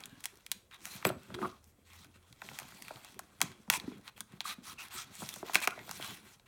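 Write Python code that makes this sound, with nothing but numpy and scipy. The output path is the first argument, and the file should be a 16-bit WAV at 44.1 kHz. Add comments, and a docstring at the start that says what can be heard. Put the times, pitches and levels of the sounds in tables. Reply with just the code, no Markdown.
"""Sharp plastic snaps, hisses, creaks and dull knocks: a stiff blister pack holding a padlock is bent by hand,
dropped on a metal lid on a desk, then pried and sawn with a knife. Clicks make shell, lid, desk and lock ring;
dense random grains make the hiss of fingers and blade, and filtered noise makes the creaks.
A small quiet room answers with echoes made of dying noise; a distant low drone, nearly a sine, rises for a moment."""
import sys
import numpy as np
from scipy import signal
from scipy.fft import rfft, irfft
from scipy.io import wavfile

SR = 44100
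rng = np.random.default_rng(int(sys.argv[2]) if len(sys.argv) > 2 else 0)


def store_pcm(level_fs):
    """Save levels as 16-bit WAV."""
    pcm = np.round(np.clip(level_fs, -1, 1) * 32767).astype(np.int16)
    wavfile.write(sys.argv[1], SR, np.atleast_2d(pcm).T)


def invert_db(level):
    """Linear amplitude ratio for a level in decibels (20 dB per decade), elementwise."""
    return 10 ** (np.asarray(level, dtype=float) / 20)


N = 285327  # length [samples]

# Modes are the pitches at which a body rings; a wider mode dies sooner.
# plastic shell, in three groups: (pitch [Hz], width [Hz], relative level [dB])
SHELL_LOW_MODES = [(844, 350, 4), (1070, 94, -5.5), (1288, 183, -2.5), (1516, 270, 1.5)]
SHELL_MIDDLE_MODES = [(1950, 260, -4), (2300, 360, -1.5), (2650, 274, -4.5), (3306, 227, -4.5),
                      (3965, 760, 3.5), (4800, 1400, -4.5)]
SHELL_TOP_MODES = [(5900, 1460, 5), (6970, 670, -3.5), (8150, 1120, 2), (9830, 1520, 3.5),
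                   (11620, 1100, -4), (13000, 1200, -3), (13800, 680, -6), (15400, 830, -9.5)]
# metal lid, and the desk under it: (pitch [Hz], width [Hz], relative level [dB])
LID_MODES = [(456, 300, -0.5), (626, 77, -6), (729, 220, 1), (990, 260, 2.5), (1380, 130, -3)]
DESK_MODES = [(85, 41, -28.5), (133, 43, -2.5), (170, 120, 0), (209, 43.7, -0.5), (267.4, 50, -4.5),
              (320, 75, -4.5), (376, 46, -7)]


def rms_one(x):
    """Scale a sound to an rms (average strength) of 1."""
    return x / np.sqrt(np.mean(x ** 2) + 1e-20)


def in_time(rows):
    """Draw straight lines between the rows of a curve: each column gets a value at every sample."""
    s, *columns = np.transpose(rows)
    return [np.interp(np.arange(N) / SR, s, column) for column in columns]


def drift(rate_hz):
    """Slow random wandering with spread 1: noise through two equal low-pass steps."""
    r = np.exp(-80 * np.pi * rate_hz / SR)
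    # computed at every 40th sample only; the first 2000 values let the filter settle
    noise = rng.standard_normal(N // 40 + 2002)
    slow = signal.lfilter([1], [1, -2 * r, r * r], noise)[2000:]
    return np.interp(np.arange(N) / 40, np.arange(len(slow)), rms_one(slow))


def highs(x, cut_hz):
    """Keep only the highs: a steep high-pass at cut_hz removes what lies below."""
    return signal.sosfilt(signal.butter(4, cut_hz, "high", fs=SR, output="sos"), x)


def ring(force, hz, width_hz):
    """A unit click sets a dying sine of about height 1 ringing."""
    r = np.exp(-np.pi * width_hz / SR)
    w = 2 * np.pi * hz / SR
    return signal.lfilter([0, np.sin(w)], [1, -2 * r * np.cos(w), r * r], force + 1e-18)


def strike(modes, times, peak_db, spread_s, scatter_db, tail_db, tail_s, near_hz=1.0, focus_db=0, lag_s=0):
    """Each blow reaches every mode with its own delay, sign and strength; a fine crackle dies away with it."""
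    out = np.zeros(N)
    luck = rng.random((len(times), len(modes), 3))
    # modes far from the pitch of the struck spot get focus_db less per octave
    weight_db = np.array([db - focus_db * abs(np.log2(hz / near_hz)) + 0 * times for hz, width_hz, db in modes])
    weight_db -= 10 * np.log10(np.sum(invert_db(2 * weight_db), axis=0))  # the weights' powers add up to 1
    for k, (hz, width_hz, db) in enumerate(modes):
        late, sign, size = luck[:, k].T
        mode_db = peak_db + weight_db[k]

        # the crackle: noise that dies away after each blow
        blows = np.zeros(N)
        np.add.at(blows, np.minimum(times * SR, N - 1).astype(int), invert_db(mode_db + tail_db))
        dying = signal.lfilter([1], [1, -np.exp(-1 / (tail_s * SR))], blows + 1e-18)
        force = dying * rng.standard_normal(N) * np.sqrt(4 * np.pi * width_hz / SR)

        # the blow itself: one click
        slower = lag_s * np.log2(modes[-1][0] / hz)  # bending waves of low pitch arrive later
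        at = np.minimum((times + slower + spread_s * late * late) * SR, N - 1).astype(int)
        click = np.sign(sign - 0.5) * invert_db(mode_db + scatter_db * (2 * size - 0.5))
        np.add.at(force, at, click)
        out += ring(force, hz, width_hz)
    return out


def scrape(modes, slips, patchy_db):
    """Each slip pushes each mode one way or the other; modes fade in and out as the contact moves; rms 1."""
    total = 0
    for hz, width_hz, db in modes:
        fading = invert_db(db + patchy_db * drift(14.0))
        total = total + fading * ring(slips * rng.choice([-1, 1], N), hz, width_hz)
    return rms_one(total)


def snaps(hiss_db):
    """A buckle cracks through the shell within about a millisecond; low modes start later."""
    # shell buckling: (time [s], level of the middle modes [dB], top modes above that [dB],
    # low modes above that middle level [dB], pitch of the panel [Hz])
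    buckles = [(0.005, -41, 3.5, -3, 1810), (0.0373, -31.5, -14.5, -32, 4140), (0.0568, -38, 9, -29, 3520),
               (0.2053, -51.5, 11, -7, 2710), (0.24, -35, 6.5, -14, 2690), (0.2444, -37.5, 5, -6, 2580),
               (0.256, -25.5, 7, -13.5, 3270), (0.3562, -54, 7, -19, 3410), (0.372, -61.5, 16.5, -7, 4200),
               (0.464, -33.5, 1, -24, 2370), (0.516, -16.5, 2.5, -19.5, 4100), (0.712, -45, -8.5, -3, 3400),
               (0.847, -47.5, -4.5, -17.5, 2630), (0.8543, -33.5, 11, -9, 2100),
               (0.867, -47, 7.5, 10.5, 1920), (1.0261, -34.5, -10.5, 0, 1910),
               (1.051, -13, -6, -13.5, 2060), (1.091, -27.5, -11.5, -6, 3220),
               (1.342, -32.5, -11, -2, 3200), (1.233, -60, 16, -3, 4620), (1.389, -47.5, -15, 8, 1900),
               (1.416, -41.5, -15, 16.5, 1900), (1.642, -67.5, 22, -3, 2610), (2.046, -50.5, 6.5, 5, 2000),
               (2.327, -40.5, -3, -15, 3600), (2.418, -31.5, -8, 1, 1920), (2.452, -49, -11, -16, 2020),
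               (2.488, -33, -13, -5.5, 1860), (2.588, -29, 3.5, -5, 1930), (2.599, -35.5, 2.5, 0, 1950),
               (2.721, -48, -13, 5.5, 2060), (2.822, -34, 3.5, -20, 2190), (2.882, -32.5, -4.5, -10, 1950),
               (2.959, -38.5, -14, -14, 3310), (3.047, -38.5, 2.5, -4.5, 3650),
               (3.192, -41.5, 16, 11.5, 2030), (3.405, -37, 4, 8, 2870), (3.4153, -12, 1.5, -3, 2930),
               (3.419, -44, 0.5, -7.5, 2060), (3.426, -40, 17, 1.5, 1980), (3.7, -8, 2, -9.5, 2370),
               (3.799, -28, -8.5, -21, 4000), (4.078, -30, -9, -12, 3770), (4.178, -42, -1, -3, 2540),
               (4.206, -28.5, 6, -5.5, 3660), (4.4058, -19.5, -11.5, -10.5, 3900),
               (4.414, -38, -1, -19, 2180), (4.739, -47, 3, -12, 3900), (4.884, -48, 8, -11, 3750),
               (5.045, -55, 9, -8, 3500), (5.153, -45, 11.5, 0, 3780), (5.29, -28.5, 5.5, -26, 3540),
               (5.34, -38, 8.5, -13, 3480), (5.36, -45.5, 13, 10, 2360), (5.466, -48, 10.5, 5, 3560),
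               (5.495, -40.5, -11, -10, 2250), (5.535, -41.5, 12.5, 4, 3640), (5.5459, -17, 1, -10, 2270),
               (5.5548, -8, -5, -5.5, 2270), (5.603, -41, 12.5, -6, 3260), (5.6154, -36, 0.5, 9, 2450),
               (5.642, -34, 5.5, 5.5, 2350), (5.674, -13, -2.5, -0.5, 1990), (5.7068, -33, -3, -7, 2660),
               (5.791, -35.5, -10, -1, 2240), (5.892, -44, 13.5, 12.5, 2480),
               (5.9115, -36, 12.5, 5.5, 4160), (6.025, -30.5, -4, -9, 3350), (6.045, -33.5, 2, -1.5, 2430),
               (6.397, -45.5, -16, -9, 4830)]
    s, peak_db, top_db, low_db, panel_hz = np.vstack([buckles, crackles(hiss_db)]).T
    middle = strike(SHELL_MIDDLE_MODES, s, peak_db, spread_s=0.0012, scatter_db=1.5,
                    tail_db=-23.5, tail_s=0.0072, near_hz=panel_hz, focus_db=13.5)
    top = strike(SHELL_TOP_MODES, s, peak_db + top_db, spread_s=0.0016, scatter_db=3.5,
                 tail_db=-23.0, tail_s=0.0062)
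    low = strike(SHELL_LOW_MODES, s + 0.00109, peak_db + low_db, spread_s=0.002044, scatter_db=-2.5,
                 tail_db=-14.5, tail_s=0.0047)
    return highs(middle + top, 1200) + highs(low, 650)


def crackles(hiss_db):
    """Small snaps at chance moments, in rows like the big buckles, as strong as fingers and blade work."""
    count = 55
    above_hiss_db, scatter_db = 14.5, 2.5
    top_mean_db, low_db = 0.5, -4.5  # relative to the middle modes
    when, size, top, pitch = rng.random((count, 4)).T
    s = when * (N - 1) / SR
    peak_db = hiss_db[(s * SR).astype(int)] + above_hiss_db + scatter_db * (2 * size - 1)
    return np.transpose([s, peak_db, top_mean_db * 2 * top, low_db + 0 * s, 2000 * (1 + pitch)])


def rubbing(fingers, slides):
    """Dense uneven stick-slip grains, clumped in time, drive the shell; the pressure rumbles in the desk."""
    low, middle, top, desk = fingers + slides
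    sizes = invert_db(1.56 * np.minimum(rng.exponential(1, N), 5))
    grains = rng.random(N) < 12000 / SR  # about 12000 a second
    slips = sizes * grains * invert_db(0.86 * drift(80))
    slips = slips + invert_db(15.0) * (rng.random(N) < 45 / SR)  # now and then a burr catches with a tick

    # a stroke bends a smaller patch than a palm, so it has less bass
    deep = scrape(SHELL_LOW_MODES, slips, patchy_db=2.5)
    shell = fingers[0] * highs(deep, 520) + slides[0] * highs(deep, 790)
    shell = shell + middle * highs(scrape(SHELL_MIDDLE_MODES, slips, patchy_db=3.0), 1700)
    shell = shell + top * highs(scrape(SHELL_TOP_MODES, slips, patchy_db=4.0), 2600)

    pushes = rng.standard_normal(N) * invert_db(4.9 * drift(25))
    rumble = scrape(DESK_MODES + LID_MODES[:1], pushes, patchy_db=4.5)  # the lowest lid mode joins in
    return shell + desk * highs(rumble, 70)


def friction():
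    """Gains of the low, middle, top and desk modes under fingers, and the same under single strokes."""
    # hands on the pack: (time [s], level of finger hiss on the shell [dB],
    # level of desk rumble under their pressure [dB])
    hands = [(0, -62, -56.5), (0.1, -69, -60), (0.3, -68, -66), (0.42, -73, -70.5), (0.7, -81, -72),
             (0.8, -68, -66.5), (1.02, -57.5, -60.5), (1.14, -71, -49), (1.23, -67, -67), (1.33, -64, -48),
             (1.5, -64.5, -57), (1.62, -79, -70), (1.76, -81, -72.5), (2.1, -77.5, -67.5),
             (2.37, -72.5, -72.5), (2.45, -58, -62.5), (2.72, -61, -64.5), (2.85, -61, -63),
             (3.08, -61.5, -61), (3.22, -70.5, -67), (3.5, -71.5, -60.5), (3.64, -73.5, -70),
             (3.85, -68.5, -51), (3.98, -70, -62), (4.25, -90, -65.5), (4.42, -73.5, -62.5),
             (4.6, -74.5, -62), (5.08, -66.5, -62), (5.5, -63.5, -60), (5.75, -63, -59), (6.2, -66, -61),
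             (6.47, -81, -71)]
    hiss_db, desk_db = in_time(hands)
    pressure_db = desk_db - hiss_db
    low_db = hiss_db + 0.33 * pressure_db - 2  # the low modes partly follow the rumble
    top_db = hiss_db - 0.25 * pressure_db - 2.5  # pressure dulls the treble
    return invert_db(np.array([low_db, hiss_db, top_db, desk_db])), strokes()


def strokes():
    """Gains of the four mode groups: each stroke swells and stops as the blade speeds up and halts."""
    # single slides of blade or fingers: (start [s], end [s], level of the middle modes early [dB],
    # the same late [dB], top modes above those [dB])
    slide_rows = [(0.235, 0.253, -60, -59, 4), (0.708, 0.769, -58, -59, -9), (0.812, 0.989, -61, -59, 7),
                  (1.045, 1.124, -42.5, -60, -3), (1.342, 1.356, -44.5, -47.5, -14.5),
                  (1.382, 1.488, -59.5, -58, -3), (1.62, 1.72, -93, -87, 17),
                  (1.848, 2.074, -63, -63, -1.5), (2.139, 2.186, -65.5, -71.5, -7),
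                  (2.264, 2.35, -74.5, -86, 2), (2.539, 2.65, -58, -71, -0.5),
                  (3.413, 3.441, -50.5, -48.5, -2), (3.431, 3.574, -58.5, -72, -15.5),
                  (3.712, 3.781, -36.5, -41, 1.5), (3.862, 3.993, -64.5, -75, -4.5),
                  (4.035, 4.1, -61.5, -52.5, -7), (4.162, 4.228, -58, -68, -3),
                  (4.265, 4.385, -70, -65, -8), (4.44, 4.546, -44.5, -44.5, -2),
                  (4.626, 4.741, -55, -50, -1), (4.781, 4.89, -48.5, -54, -2),
                  (4.903, 5.047, -49, -51, 1.5), (5.107, 5.432, -59.5, -61, 6),
                  (5.445, 5.533, -55.5, -52, -3), (5.532, 5.614, -39, -58.5, -4),
                  (5.616, 5.666, -41, -45.5, 0.5), (5.795, 6.011, -67.5, -56, 1.3),
                  (6.002, 6.218, -45, -59.5, -3), (6.226, 6.362, -66, -64.5, 0),
                  (6.457, 6.48, -65, -64, -8)]
    gains = 0
    for start, end, early_db, late_db, top_db in slide_rows:
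        along = np.clip((np.arange(N) / SR - start) / (end - start), 0, 1)
        speed = (2 * along) ** 0.76 * (2 - 2 * along) ** 0.7
        # early and late levels belong to a quarter and three quarters of the way, before the speed factor
        swell = speed * invert_db(early_db + (late_db - early_db) * (2 * along - 0.5))
        group_db = [[-4 - 0.3 * top_db], [0], [top_db], [-20.5]]  # low, middle, top, desk
        gains = gains + swell * invert_db(np.array(group_db))
    return gains


def creaks():
    """While a panel is held bent, friction keeps its one resonance singing roughly."""
    # bent panels of shell or lid: (start [s], end [s], pitch [Hz], level [dB])
    bends = [(0.021, 0.205, 1640, -69), (0.064, 0.199, 2920, -72), (0.07, 0.16, 3750, -74),
             (0.72, 0.769, 3720, -58), (0.89, 0.958, 4130, -55.5), (1.337, 1.482, 376, -45.5),
             (1.378, 1.48, 210, -52), (1.424, 1.466, 1190, -36.5), (2.66, 3.054, 4600, -67),
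             (3.724, 3.775, 1000, -41), (3.74, 3.77, 2470, -42), (3.867, 3.954, 395, -57),
             (4.454, 4.461, 1230, -35), (4.483, 4.541, 1240, -49.5), (4.473, 4.532, 3900, -50),
             (4.665, 4.72, 1290, -53), (4.776, 4.843, 2650, -49), (4.963, 5.025, 1325, -49.5),
             (5.312, 5.35, 3440, -54), (4.915, 5.03, 8300, -54), (5.432, 5.465, 480, -53),
             (5.536, 5.606, 1610, -47.5), (5.628, 5.652, 2430, -37), (5.717, 5.742, 1370, -47),
             (5.764, 5.825, 2050, -55), (6.042, 6.142, 3220, -55)]
    out = np.zeros(N)
    for start, end, hz, db in bends:
        first, last = int(start * SR), int(end * SR)
        length = last - first
        # noise through two resonances; the first 2000 samples let them settle
        rough = ring(rng.standard_normal(length + 2000), hz, 0.1 * hz + 25)
        rough = ring(rough, hz, 0.16 * hz + 40)[-length:]
        swell = np.abs(np.sin(np.linspace(0, np.pi, length))) ** 0.44
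        out[first:last] += invert_db(db) * swell * rms_one(rough)
    return out


def knocks():
    """The lid rings first, the desk a few milliseconds later, so each knock falls in pitch."""
    # pack against lid and desk: (time [s], level of the lid modes [dB],
    # desk modes above that [dB], strongest desk pitch [Hz])
    bumps = [(0.948, -51.5, 18, 157), (1.051, -17, 1.5, 171), (1.065, -28.5, 8, 356),
             (1.101, -23, -12, 130), (1.303, -38.5, -15, 209), (1.388, -33, -15, 390), (1.413, -40, 7, 191),
             (1.427, -26.5, 3.5, 212), (1.448, -26.5, -12, 366), (1.455, -29, -7, 222),
             (2.421, -46.5, -11, 190), (2.514, -44, 3.5, 120), (2.618, -39.5, -7, 120),
             (2.907, -29.5, -32, 260), (3.415, -35, -2, 258), (3.428, -45.5, 25, 165), (3.678, -46, 9, 189),
             (3.703, -37, 3, 120), (3.876, -50, 20.5, 264), (3.916, -47, 10, 250),
             (4.331, -54.5, 20.5, 186), (4.579, -56.5, 21, 262), (5.207, -46.5, 1, 250),
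             (5.22, -32.5, 4, 176), (5.228, -33.5, -7, 158), (5.364, -42.5, 1, 410),
             (5.428, -32.5, -0.5, 410), (5.496, -30, -27, 190), (5.553, -20.5, -8, 317),
             (5.675, -21.5, -9.5, 400), (5.777, -32.5, -10.5, 170), (5.878, -40, -18, 170),
             (5.997, -38, -8, 345)]
    s, peak_db, desk_db, desk_hz = np.transpose(bumps)
    lid = strike(LID_MODES, s, peak_db, spread_s=0.0011, scatter_db=4.0,
                 tail_db=-19.0, tail_s=0.015, lag_s=0.0015)
    desk = strike(DESK_MODES, s + 0.0022, peak_db + desk_db, spread_s=0.0021, scatter_db=-7.5,
                  tail_db=-20.5, tail_s=0.027, near_hz=desk_hz, focus_db=27.0, lag_s=0.0029)
    return highs(lid, 270) + highs(desk, 100)


def padlock():
    """The steel lock jolts inside its pocket and rings thinly."""
    # jolts of the lock: (time [s], level [dB])
    jolts = [(1.052, -35), (1.068, -34.5), (1.086, -43.5)]
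    # ringing of its steel: (pitch [Hz], width [Hz], relative level [dB])
    steel_modes = [(7870, 80, -3), (9520, 80, -7), (11500, 110, -2), (13300, 110, -5), (15340, 100, -4)]
    s, peak_db = np.transpose(jolts)
    steel = strike(steel_modes, s, peak_db, spread_s=0.0072, scatter_db=10.0, tail_db=-5.0, tail_s=0.0055)
    return highs(steel, 5000)


def walls(x):
    """Countless small echoes: noise that builds up in a few milliseconds and dies away."""
    # room answer, a little longer in the middle treble:
    # (upper pitch limit [Hz], time to fall by 60 dB [s], level before that limit is applied [dB])
    tails = [(2000, 0.27, -15.5), (7000, 0.32, -19.5), (16000, 0.27, -22)]
    t, answer = np.arange(SR // 2) / SR, 0
    for cut_hz, t60, db in tails:
        echoes = rng.standard_normal(len(t)) * invert_db(-60 * t / t60) * (1 - np.exp(-t / 0.01))
        echoes *= invert_db(db) / np.sqrt(np.sum(echoes ** 2))
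        low_pass = signal.butter(2, min(cut_hz, SR / 2.2), fs=SR)
        answer = answer + signal.lfilter(*low_pass, echoes)
    return signal.fftconvolve(x, answer)[:N]


def drone():
    """A near sine whose pitch climbs slowly overall, with small dips, fading in and out at its ends."""
    # distant drone: (time [s], pitch [Hz], level [dB])
    glide = [(1.45, 71.3, -75), (1.476, 71, -79), (1.692, 80.7, -62.5), (1.802, 84.5, -85), (1.83, 83, -69),
             (1.972, 85.2, -61), (2.078, 90.2, -73), (2.198, 88.6, -64), (2.3, 85.0, -78)]
    hz, db = in_time(glide)
    start, end = glide[0][0], glide[-1][0]
    fade, = in_time([(start - 0.05, 0), (start, 1), (end, 1), (end + 0.059, 0)])
    return np.sqrt(2) * invert_db(db) * fade * np.sin(2 * np.pi * np.cumsum(hz) / SR)


def air():
    """Steady room and microphone noise: white noise coloured by a curve over pitch."""
    # colour of the noise: (pitch [Hz], relative level per Hz [dB])
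    colour_rows = [(30, 8), (60, 5.5), (100, 6.5), (230, -9.5), (500, -4.5), (1200, -22), (3000, -30),
                   (8000, -18), (15000, -25)]
    curve_hz, curve_db = np.transpose(colour_rows)
    hz = np.fft.rfftfreq(N, 1 / SR) + 1
    colour = invert_db(np.interp(np.log(hz), np.log(curve_hz), curve_db))
    noise = irfft(rfft(rng.standard_normal(N)) * colour, N)
    return invert_db(-69.5) * rms_one(noise)


def scene():
    """Pack, lock, lid and desk with their room answer, then drone and air."""
    fingers, slides = friction()
    hiss_db = 20 * np.log10(fingers[1] + slides[1])
    near = snaps(hiss_db) + knocks() + padlock() + rubbing(fingers, slides) + creaks()
    return (near + walls(near) + drone() + air())[None]


def roll_off(x):
    """The treble ends steeply here."""
    return signal.sosfilt(signal.butter(12, 17020, fs=SR, output="sos"), x)


def record(dry):
    """A small microphone cuts the deep bass."""
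    mix = signal.sosfilt(signal.butter(2, 45, "high", fs=SR, output="sos"), dry)
    return roll_off(mix)


dry = scene()
out = record(dry)
store_pcm(out)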